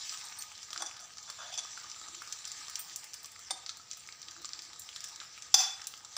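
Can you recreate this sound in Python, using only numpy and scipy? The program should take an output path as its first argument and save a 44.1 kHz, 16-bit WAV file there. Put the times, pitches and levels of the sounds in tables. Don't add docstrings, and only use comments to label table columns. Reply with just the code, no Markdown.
import sys
import numpy as np
from scipy import signal
from scipy.io import wavfile
from scipy.ndimage import uniform_filter1d

SR = 44100
rng = np.random.default_rng(int(sys.argv[2]) if len(sys.argv) > 2 else 0)


def to_wav(sig):
    pcm = np.clip(np.atleast_2d(sig), -1, 1) * 32767
    pcm = np.round(pcm).astype(np.int16)
    wavfile.write(sys.argv[1], SR, pcm.T)


N = 272493


def gain_of(db):
    return 10 ** (np.asarray(db) / 20)


def evened(x):
    return x / np.sqrt(np.mean(x ** 2) + 1e-20)


def peaked(x, db):
    return gain_of(db) * x / abs(x).max()


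def read(points, hz):
    point_hz, value = np.transpose(points)
    return np.interp(np.log(hz + 1), np.log(point_hz + 1), value)


def add(mix, s, sound):
    part = mix[max(round(s * SR), 0):][:len(sound)]
    part += sound[:len(part)]


def band(x, lo_hz, hi_hz):
    return signal.sosfilt(signal.butter(3, [lo_hz, hi_hz], "band", fs=SR, output="sos"), x)


def coloured(x, points):
    spectrum_db = np.maximum(read(points, np.fft.rfftfreq(4096, 1 / SR)), -90)
    half = np.log(gain_of(spectrum_db))
    log_gain = np.r_[half, half[-2:0:-1]]
    taps = np.fft.ifft(np.exp(log_gain - 1j * signal.hilbert(log_gain).imag)).real[:2048]
    return signal.oaconvolve(x, taps)[:len(x)]


def patchy(x, patch_db):
    z = signal.stft(x, nperseg=512)[2]
    patches = uniform_filter1d(rng.standard_normal(z.shape), size=10, axis=0)
    patches = uniform_filter1d(patches, size=8, axis=1)
    return signal.istft(z * gain_of(patch_db * evened(patches)), nperseg=512)[1][:len(x)]


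def ring(hz, t60, seconds, phase=0):
    t = np.arange(int(seconds * SR)) / SR
    return gain_of(-60 * t / t60) * np.sin(2 * np.pi * (hz * t + phase))


def clicks(per_s, spread_db):
    size = gain_of(spread_db * np.minimum(rng.exponential(1, N), 3.5))
    return size * rng.choice([-1, 1], N) * (rng.random(N) < per_s / SR)


# (frequency [Hz], t60 [s])
KITCHEN_T60 = [(300, 0.36), (1500, 0.64), (6000, 0.34), (15000, 0.29)]
WET_DB = -8


def kitchen(x):
    taps = np.zeros(SR // 2)
    slots = np.arange(60, len(taps) - 20, 20)
    taps[slots + rng.integers(0, 20, len(slots))] = rng.choice([-1., 1.], len(slots))
    hz, t, z = signal.stft(taps, SR, nperseg=256)
    decay = gain_of(-60 * t / read(KITCHEN_T60, hz)[:, None])
    tail = signal.istft(z * decay, SR, nperseg=256)[1]
    return signal.fftconvolve(x, tail / np.linalg.norm(tail))[:N]


# (frequency [Hz], relative density [dB per Hz])
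FLAME_COLOUR = [(18, -44), (30, -32), (43, -6), (97, 0.5), (228, -9.5), (430, -12.5), (490, -4), (552, -13),
                (700, -4), (910, -31.5), (1540, -120)]
FLAME_DB = -71


def flame():
    return gain_of(FLAME_DB) * evened(coloured(rng.standard_normal(N), FLAME_COLOUR))


# (time of the top [s], level added [dB], time from the top to 1/e [s])
HUM_SWELLS = [(0.82, -64, 0.041), (1.886, -77, 0.044), (2.123, -71, 0.084), (2.597, -71, 0.025),
              (2.94, -81, 0.056), (3.535, -62, 0.021), (4.29, -68.5, 0.024), (4.406, -66.5, 0.036),
              (4.633, -75.5, 0.14), (5.192, -71, 0.019), (6.18, -64, 0.02)]
HUM_REST_DB = -86


def hum():
    t = np.arange(N) / SR
    level = gain_of(HUM_REST_DB)
    for top_s, db, half_s in HUM_SWELLS:
        level = level + gain_of(db) * np.exp(-((t - top_s) / half_s) ** 2)
    resonance = ring(335.5, t60=0.087, seconds=.1)
    return level * evened(signal.oaconvolve(rng.standard_normal(N), resonance)[:N])


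# (frequency [Hz], t60 [s])
BANGLE_MODES = [(4436, .09), (8086, .07), (8463, .06), (8716, .12), (9300, .07), (13020, .08), (13590, .1),
                (14010, .09), (14560, .13), (15060, .15), (15430, .12)]
# (time [s], peak level [dB], low centre [Hz], high centre [Hz], high against low [dB])
TINKLES = [(.126, -48, 8716, 13600, -7), (.182, -45, 8716, 13000, -29), (.251, -42.5, 8350, 13020, -14),
           (.301, -60, 8716, 13590, -2), (.368, -51, 9300, 14000, -20), (.387, -35.5, 8500, 13600, -10),
           (0.391, -37.5, 4436, 9300, -15), (0.407, -41, 8716, 14560, -4), (2.792, -29.5, 8716, 14700, 0),
           (3.992, -48.5, 8716, 14010, -27)]


def tinkles():
    out = np.zeros(N)
    rise = np.minimum(np.arange(int(.25 * SR)) / SR / .001, 1)
    for s, db, low_hz, high_hz, high_db in TINKLES:
        touch = 0
        for hz, t60 in BANGLE_MODES:
            low_share = gain_of(-abs(hz / low_hz - 1) * 170)
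            high_share = gain_of(high_db - abs(hz / high_hz - 1) * 190)
            twin_hz = hz * (1 + 0.01 * rng.standard_normal())
            pair = ring(hz, t60, .25) + 1.1 * ring(twin_hz, t60, .25)
            touch = touch + (low_share + high_share) * pair
        add(out, s, peaked(touch * rise, db))
    return out


SPLIT = .009
NEIGHBOUR_DB = -10


def struck(modes, length=1, tilt_db=0):
    out = np.zeros(int(.6 * SR))
    for hz, db, t60 in modes:
        tilted_db = db - tilt_db * np.log2(hz / 3500)
        for shift, split_db, phase in [(0, 0, 0), *rng.uniform(-1.07, 1, (3, 3))]:
            life = t60 * length * (1 - 0.55 * abs(shift))
            mode = ring(hz * (1 + SPLIT * shift), life, life, phase)[:len(out)]
            mode_db = tilted_db + NEIGHBOUR_DB * abs(shift) ** .5 + 0.79 * split_db
            add(out, 0, gain_of(mode_db) * mode)
    return out


# (frequency [Hz], relative level [dB], t60 [s])
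BOWL_MODES = [(781, 7, .36), (915, 1, .26), (1206, -17, .35), (1480, -18, .4), (1766, -17, .4),
              (2353, -18, .45), (2589, -12, .45), (3350, -8, .28), (3463, 4, 1.3), (4654, -12, .33),
              (4861, -5, .3), (5310, -7, .36), (5500, -4, .37), (5830, -4, .35), (6105, 1, .3),
              (7090, -6, .33), (7241, -9, .33), (8600, -26, .25), (11730, -37, .25)]
# (frequency [Hz], relative density [dB per Hz])
CRASH_COLOUR = [(600, -28), (800, -14), (1250, -17.5), (3000, -23), (3470, -19), (4100, -14.5), (5000, -5),
                (6100, 1), (7300, -0.5), (8500, -36), (10500, -33.5), (13000, -44), (15200, -25),
                (16500, -82)]
# (start [s], length [s], ring level [dB],
# low grit, middle grit and high grit against the ring [dB])
SCRAPES = [(0.703, 0.013, -60, -6, -1, 10), (.731, 0.059, -66, -1, 4, 8), (.80, 0.026, -50, -4, -3, 7),
           (.853, 0.021, -52.5, -9, -12, 11.5), (0.993, 0.058, -66, 2.5, 2.5, 14.5),
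           (1.275, 0.024, -53.5, -13, 0, 3.5), (1.384, 0.046, -52.5, -4.5, 3, 0),
           (1.44, 0.059, -56.5, 0.5, -11, -9), (1.518, 0.019, -45, -10, -29, -2),
           (1.575, 0.01, -38, -16.5, -19, 5.5)]
SCRAPE_RISE_S, SCRAPE_FADE_DB_PER_S = 0.0029, 505
SUNG_DB, SUNG_T60 = -15, 0.19


def scrapes():
    out = np.zeros(N)
    damped = struck(BOWL_MODES, length=0.061)
    longest_hz = max(BOWL_MODES, key=lambda mode: mode[2])[0]
    for s, length, level_db, low_db, middle_db, high_db in SCRAPES:
        t = np.arange(0, length + 0.034, 1 / SR)
        slips = clicks(1200, spread_db=3)[:len(t)]
        body = signal.fftconvolve(slips, damped)[:len(t)]
        grit = evened(body) + 0.44 * evened(coloured(slips, CRASH_COLOUR))
        parts = evened(band(grit, 2300, 4160))
        parts = parts + gain_of(low_db) * evened(band(body, 593, 920))
        parts = parts + gain_of(middle_db) * evened(band(body + 3 * slips, 1207, 1570))
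        parts = parts + gain_of(high_db) * evened(band(grit, 4400, 9200))
        fade = gain_of(-SCRAPE_FADE_DB_PER_S * np.maximum(t - length, 0))
        stroke = np.minimum(t / SCRAPE_RISE_S, 1) * fade
        add(out, s, parts * gain_of(level_db) * stroke)
        sung = signal.fftconvolve(slips * stroke, ring(longest_hz, SUNG_T60, 0.18))
        add(out, s, peaked(sung, level_db + SUNG_DB))
    return out


# (frequency [Hz], relative level [dB], t60 [s])
LADLE_MODES = [(1205, -3, 0.4), (2070, -6, .3), (3600, 5, .9), (4970, -7, 0.28), (5200, -10, 0.2),
               (6190, 4, .7), (7130, 5, .5), (7046, -2, 0.46), (8430, 3, .35), (8770, 5, 0.47),
               (9400, -2, 0.41), (10860, -32, .5)]
# (time [s], peak level before the limiter [dB], ring length [factor],
# bass tilt [dB per octave], ladle, crash and thud against the bowl [dB], rise [s])
KNOCKS = [(.821, -21.5, 0.29, -1, -4.5, 0.5, -5.5, 0.00045), (1.5385, -31, 0.062, -3, -30, -2, -39, 0.0032),
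          (3.507, -16.5, 0.99, 2, 8.5, 9, -5, 0.00055), (5.541, 5, 0.59, -7.5, -26, -3.5, -56, 0.0026),
          (6.166, -20.5, 1.8, 1, 3, 16, -12, 0.00057), (6.172, -7, .9, -4, -3, 9.5, -41, 0.00034)]


def knocks():
    out = np.zeros(N)
    t = np.arange(int(.6 * SR)) / SR
    for s, db, length, tilt_db, ladle_db, crash_db, thud_db, rise in KNOCKS:
        instant = np.exp(-(t / (0.0077 + 2 * rise)) ** 2)
        crash_noise = rng.standard_normal(len(t)) * gain_of(-60 * t / (0.9 * length))
        crash = coloured(crash_noise, CRASH_COLOUR)
        crash = crash + 2.4 * instant * band(crash, 8030, 15300)
        thud = band(rng.standard_normal(len(t)) * gain_of(-60 * t / .07), 620, 1450)
        metal = peaked(struck(BOWL_MODES, length, tilt_db), 0)
        metal = metal + peaked(struck(LADLE_MODES, length), ladle_db) + peaked(crash, crash_db)
        contact = np.sin(np.pi / 2 * np.minimum(t / rise, 1)) ** 2 * (1 + 37.0 * instant)
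        knock = band(metal * contact, 670, 21000) + peaked(thud, thud_db) * contact
        add(out, s, peaked(knock, db))
    return out


PAN_HZ = 1258


def bubble(hz, cycles):
    t = np.arange(int(.01 * SR)) / SR
    return ring(hz, 3 * cycles / hz, .01) * np.tanh(t * hz / .7)


# (time [s], fizz level before flutter [dB], treble lift above 9 kHz [dB])
BOIL = [(0.0, -43.5, -2), (0.27, -48.5, 1), (0.45, -51.5, -1), (1.19, -54.5, -4), (1.58, -48.5, -0.5),
        (1.93, -50.5, -2), (2.68, -49, -26), (3.32, -55, -8), (4.18, -55, 5), (5.09, -52, -7),
        (5.42, -54, 1), (5.71, -53, -17), (5.92, -54.5, 9), (6.18, -54.5, -10)]
# (frequency [Hz], relative density [dB per Hz])
FIZZ_COLOUR = [(300, -31), (550, -24.5), (880, -3), (1090, -10.5), (1250, -3.5), (1450, -1.5), (2800, -4.5),
               (4250, 0.5), (6100, 5), (6650, 2.5), (7300, 5.5), (8500, -13), (10200, -25), (13400, -29.5),
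               (15400, -12.5), (15900, -52)]
CRACKLE_DB, CRACKLE_PER_S, SPRAY_PER_S = -13.5, 400, 5000
CRACKLE_LAG = 0.11


def sizzle():
    s, level_db, treble_db = np.transpose(BOIL)
    t = np.arange(N) / SR
    boil_db = np.interp(t, s, level_db)
    flutter = uniform_filter1d(rng.standard_normal(N), size=900)
    flutter = evened(uniform_filter1d(flutter, size=900))
    spray = evened(clicks(SPRAY_PER_S, spread_db=3.0)) + 0.68 * rng.standard_normal(N)
    small = 0
    for hz in np.geomspace(1800, 9000, num=8):
        bursts = clicks(CRACKLE_PER_S / 8, spread_db=15.0)
        small = small + signal.oaconvolve(bursts, bubble(hz, cycles=0.82) * np.sqrt(hz))[:N]
    crackle_db = CRACKLE_DB - CRACKLE_LAG * (boil_db - level_db.mean())
    fizz = evened(spray) + gain_of(crackle_db) * evened(small)
    fizz = evened(coloured(fizz, FIZZ_COLOUR))
    pan = evened(signal.oaconvolve(fizz, ring(PAN_HZ, 0.06, .1))[:N])
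    fizz = fizz + gain_of(-14.5) * pan
    fizz = patchy(fizz, patch_db=3)
    high = signal.sosfilt(signal.butter(4, 9000, "high", fs=SR, output="sos"), fizz)
    fizz = fizz + (gain_of(np.interp(t, s, treble_db)) - 1) * high
    return fizz * gain_of(boil_db + 0.95 * flutter)


# (time [s], peak level before the limiter [dB], pitch [Hz],
# treble snap rms against the peak [dB], pan ring against the peak [dB])
POPS = [(0.0944, -22, 5100, -58, -40), (0.174, -27, 6150, -37, -38), (0.4228, -22, 6950, -38, -38),
        (0.63, -30.5, 5500, -37, -20), (0.7052, -29.5, 5290, -39, -19), (0.7305, -23, 3400, -32, -16.5),
        (0.744, -33, 4270, -40, -32), (0.7608, -28.5, 1300, -39, -22), (0.7767, -20, 4970, -53, -35),
        (1.0024, -43.5, 6190, -15, -15), (1.1711, -35, 6230, -36, -15), (1.183, -28.5, 4960, -48, -30),
        (1.3004, -26, 4700, -29, -14), (1.5545, -33, 5700, -45, -30), (1.6507, -42, 3500, -46, 0.5),
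        (1.775, -32.5, 1370, -31, -15), (1.8445, -43.5, 3000, -35, 1), (1.8994, -30, 5770, -45, -30),
        (1.9156, -26.5, 5760, -57, -30), (1.9617, -40, 3500, -40, -6), (2.0146, -32, 4560, -38, -12),
        (2.084, -32, 7440, -41, -9), (2.149, -29, 7550, -42, -20), (2.2195, -30.5, 1300, -28, -12),
        (2.3248, -20.5, 6140, -33, -47), (2.3883, -32, 7370, -43, -28), (2.4445, -32.5, 2800, -45, -22),
        (2.4527, -24.5, 7150, -37, -43), (2.4752, -30, 5640, -25, -23), (2.5174, -24, 7400, -34, -30),
        (2.6828, -28, 5500, -35, -15), (2.6975, -29.5, 5700, -22, -19), (2.756, -19, 5800, -31.5, -44),
        (2.9599, -24, 6700, -18.5, -60), (3.0415, -32, 5850, -18.5, -34), (3.1344, -28, 5600, -34, -39),
        (3.1405, -27.5, 5800, -21, -39), (3.2305, -43, 5380, -10, -31), (3.2451, -27, 5900, -35, -24),
        (3.2576, -31, 6200, -21, -32), (3.3174, -38.5, 7140, -18, -17), (3.392, -36, 5560, -22, -14.5),
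        (3.6628, -24.5, 4460, -49, -30), (3.693, -20.5, 4240, -63, -23.5), (3.7977, -45, 7500, -46, -1),
        (3.9131, -20.5, 6600, -49, -47), (3.9206, -34, 6250, -43, -32), (3.932, -28.5, 5900, -37, -31),
        (3.971, -38.5, 6210, -16, -13), (4.1245, -30, 4450, -48, -25), (4.2171, -31, 5960, -33, -28),
        (4.229, -30.5, 4200, -58, -38), (4.2843, -29, 3830, -44, -50), (4.3108, -30.5, 5860, -32, -46),
        (4.3642, -39, 1310, -36, -20), (4.4184, -38, 5120, -23, -15), (4.4462, -26.5, 4060, -37, -13.5),
        (4.4547, -23.5, 7800, -49, -37), (4.491, -27.5, 5750, -47, -22), (4.5336, -21.5, 4480, -51, -43),
        (4.5914, -26.5, 4940, -55, -36), (4.6206, -31.5, 4700, -29, -46), (4.651, -36, 4670, -34, -18),
        (4.795, -41.5, 7500, -2.5, -39), (4.8196, -33, 7500, -32, -45), (4.8899, -29.5, 3070, -40, -25),
        (4.9617, -25, 3930, -34, -25), (5.0054, -27, 5800, -30, -43), (5.0411, -25.5, 6900, -26, -46),
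        (5.0843, -36, 7260, -22, -31), (5.1596, -31.5, 5860, -32, -29), (5.2017, -29, 3600, -44, -25),
        (5.2149, -35.5, 1310, -50, -6), (5.4226, -27, 6600, -38, -41), (5.796, -40, 1900, -53, -9),
        (5.8185, -29, 5300, -52, -35), (5.841, -33.5, 6800, -41, -39), (5.8701, -21.5, 6100, -20, -53),
        (5.9388, -31, 3000, -46, -13.5), (5.976, -37, 7440, -25, -16), (6.0481, -32.5, 7600, -36, -16)]
# (frequency [Hz], relative density [dB])
SNAP_COLOUR = [(8000, 3), (10000, -9.5), (13000, -20), (15200, -3.5), (15650, -15), (15950, -55)]
PAN_T60, PAN_SPREAD = 0.04, .03
STRAYS, STRAY_DB, STRAY_SPREAD_DB, STRAY_LOW_HZ, STRAY_HIGH_HZ = 36, -39.5, 3, 1940, 7750
STRAY_SNAP_DB, STRAY_PAN_DB = -34, -20.5


def stray_pops():
    strays = []
    for when, size, pitch, snap, pan in rng.random((STRAYS, 5)):
        db = STRAY_DB + STRAY_SPREAD_DB * np.log(1 / max(size, .1))
        hz = STRAY_LOW_HZ * (STRAY_HIGH_HZ / STRAY_LOW_HZ) ** pitch
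        snap_db, pan_db = STRAY_SNAP_DB + 14 * (snap - .5), STRAY_PAN_DB + 16 * (pan - .5)
        strays.append((when * N / SR, db, hz, snap_db, pan_db))
    return strays


def pops():
    out = np.zeros(N)
    fade = gain_of(-60 * np.arange(1200) / SR / 0.037)
    steep = signal.butter(4, 9000, "high", fs=SR, output="sos")
    for s, db, hz, snap_db, pan_db in stray_pops() + list(POPS):
        puff = rng.standard_normal(len(fade)) * fade
        body = 0.19 * puff
        add(body, 0, bubble(hz, cycles=3.6))
        add(out, s, peaked(band(coloured(body, FIZZ_COLOUR), 0.35 * hz, 8800), db))
        snap = signal.sosfilt(steep, coloured(puff / fade ** 0.11, SNAP_COLOUR))
        add(out, s, gain_of(db + snap_db) * snap / np.std(snap[:int(.008 * SR)]))
        spot_hz = PAN_HZ * (1 + PAN_SPREAD * rng.standard_normal())
        add(out, s, gain_of(db + pan_db) * ring(spot_hz, PAN_T60, .05))
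    return out


# (frequency [Hz], level against the background [dB])
UNLIKE_COLOUR = [(60, -28), (180, -13), (550, -12), (1650, -21.5), (4970, -50.5), (15000, -69)]


def scene():
    fizz = sizzle()
    near = fizz + pops() + tinkles() + knocks() + scrapes() + hum()
    unlike = coloured(flame() + np.roll(fizz, 2000), UNLIKE_COLOUR)
    mid = near + gain_of(WET_DB) * kitchen(near) + flame()
    return np.array([mid + unlike, mid - unlike])


FALL_DB_PER_S = 397
NOTCH_HZ, NOTCH_WIDTH_HZ, NOTCH_SHARE = 6610, 440, 0.94
EDGE_HZ = 16600


def record(dry):
    power = uniform_filter1d((dry ** 2).mean(0), size=130)
    power_db = 10 * np.log10(abs(power) + 1e-12)
    fall = np.arange(N) * FALL_DB_PER_S / SR
    level_db = np.maximum.accumulate(power_db + fall) - fall
    over_db = np.maximum(level_db + 23.5, 0)
    over_db = uniform_filter1d(over_db, size=700)
    held = dry / gain_of(0.65 * over_db)
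    notch = signal.iirpeak(NOTCH_HZ, NOTCH_HZ / NOTCH_WIDTH_HZ, SR)
    held = held - NOTCH_SHARE * signal.lfilter(*notch, held)
    held = signal.sosfilt(signal.butter(3, 52, "high", fs=SR, output="sos"), held)
    held = held * np.minimum(np.arange(N)[::-1] / 60, 1)
    edge = signal.firwin(511, EDGE_HZ, window=("kaiser", 9), fs=SR)
    return signal.oaconvolve(held, edge[None], "same")


dry = scene()
out = record(dry)
to_wav(out)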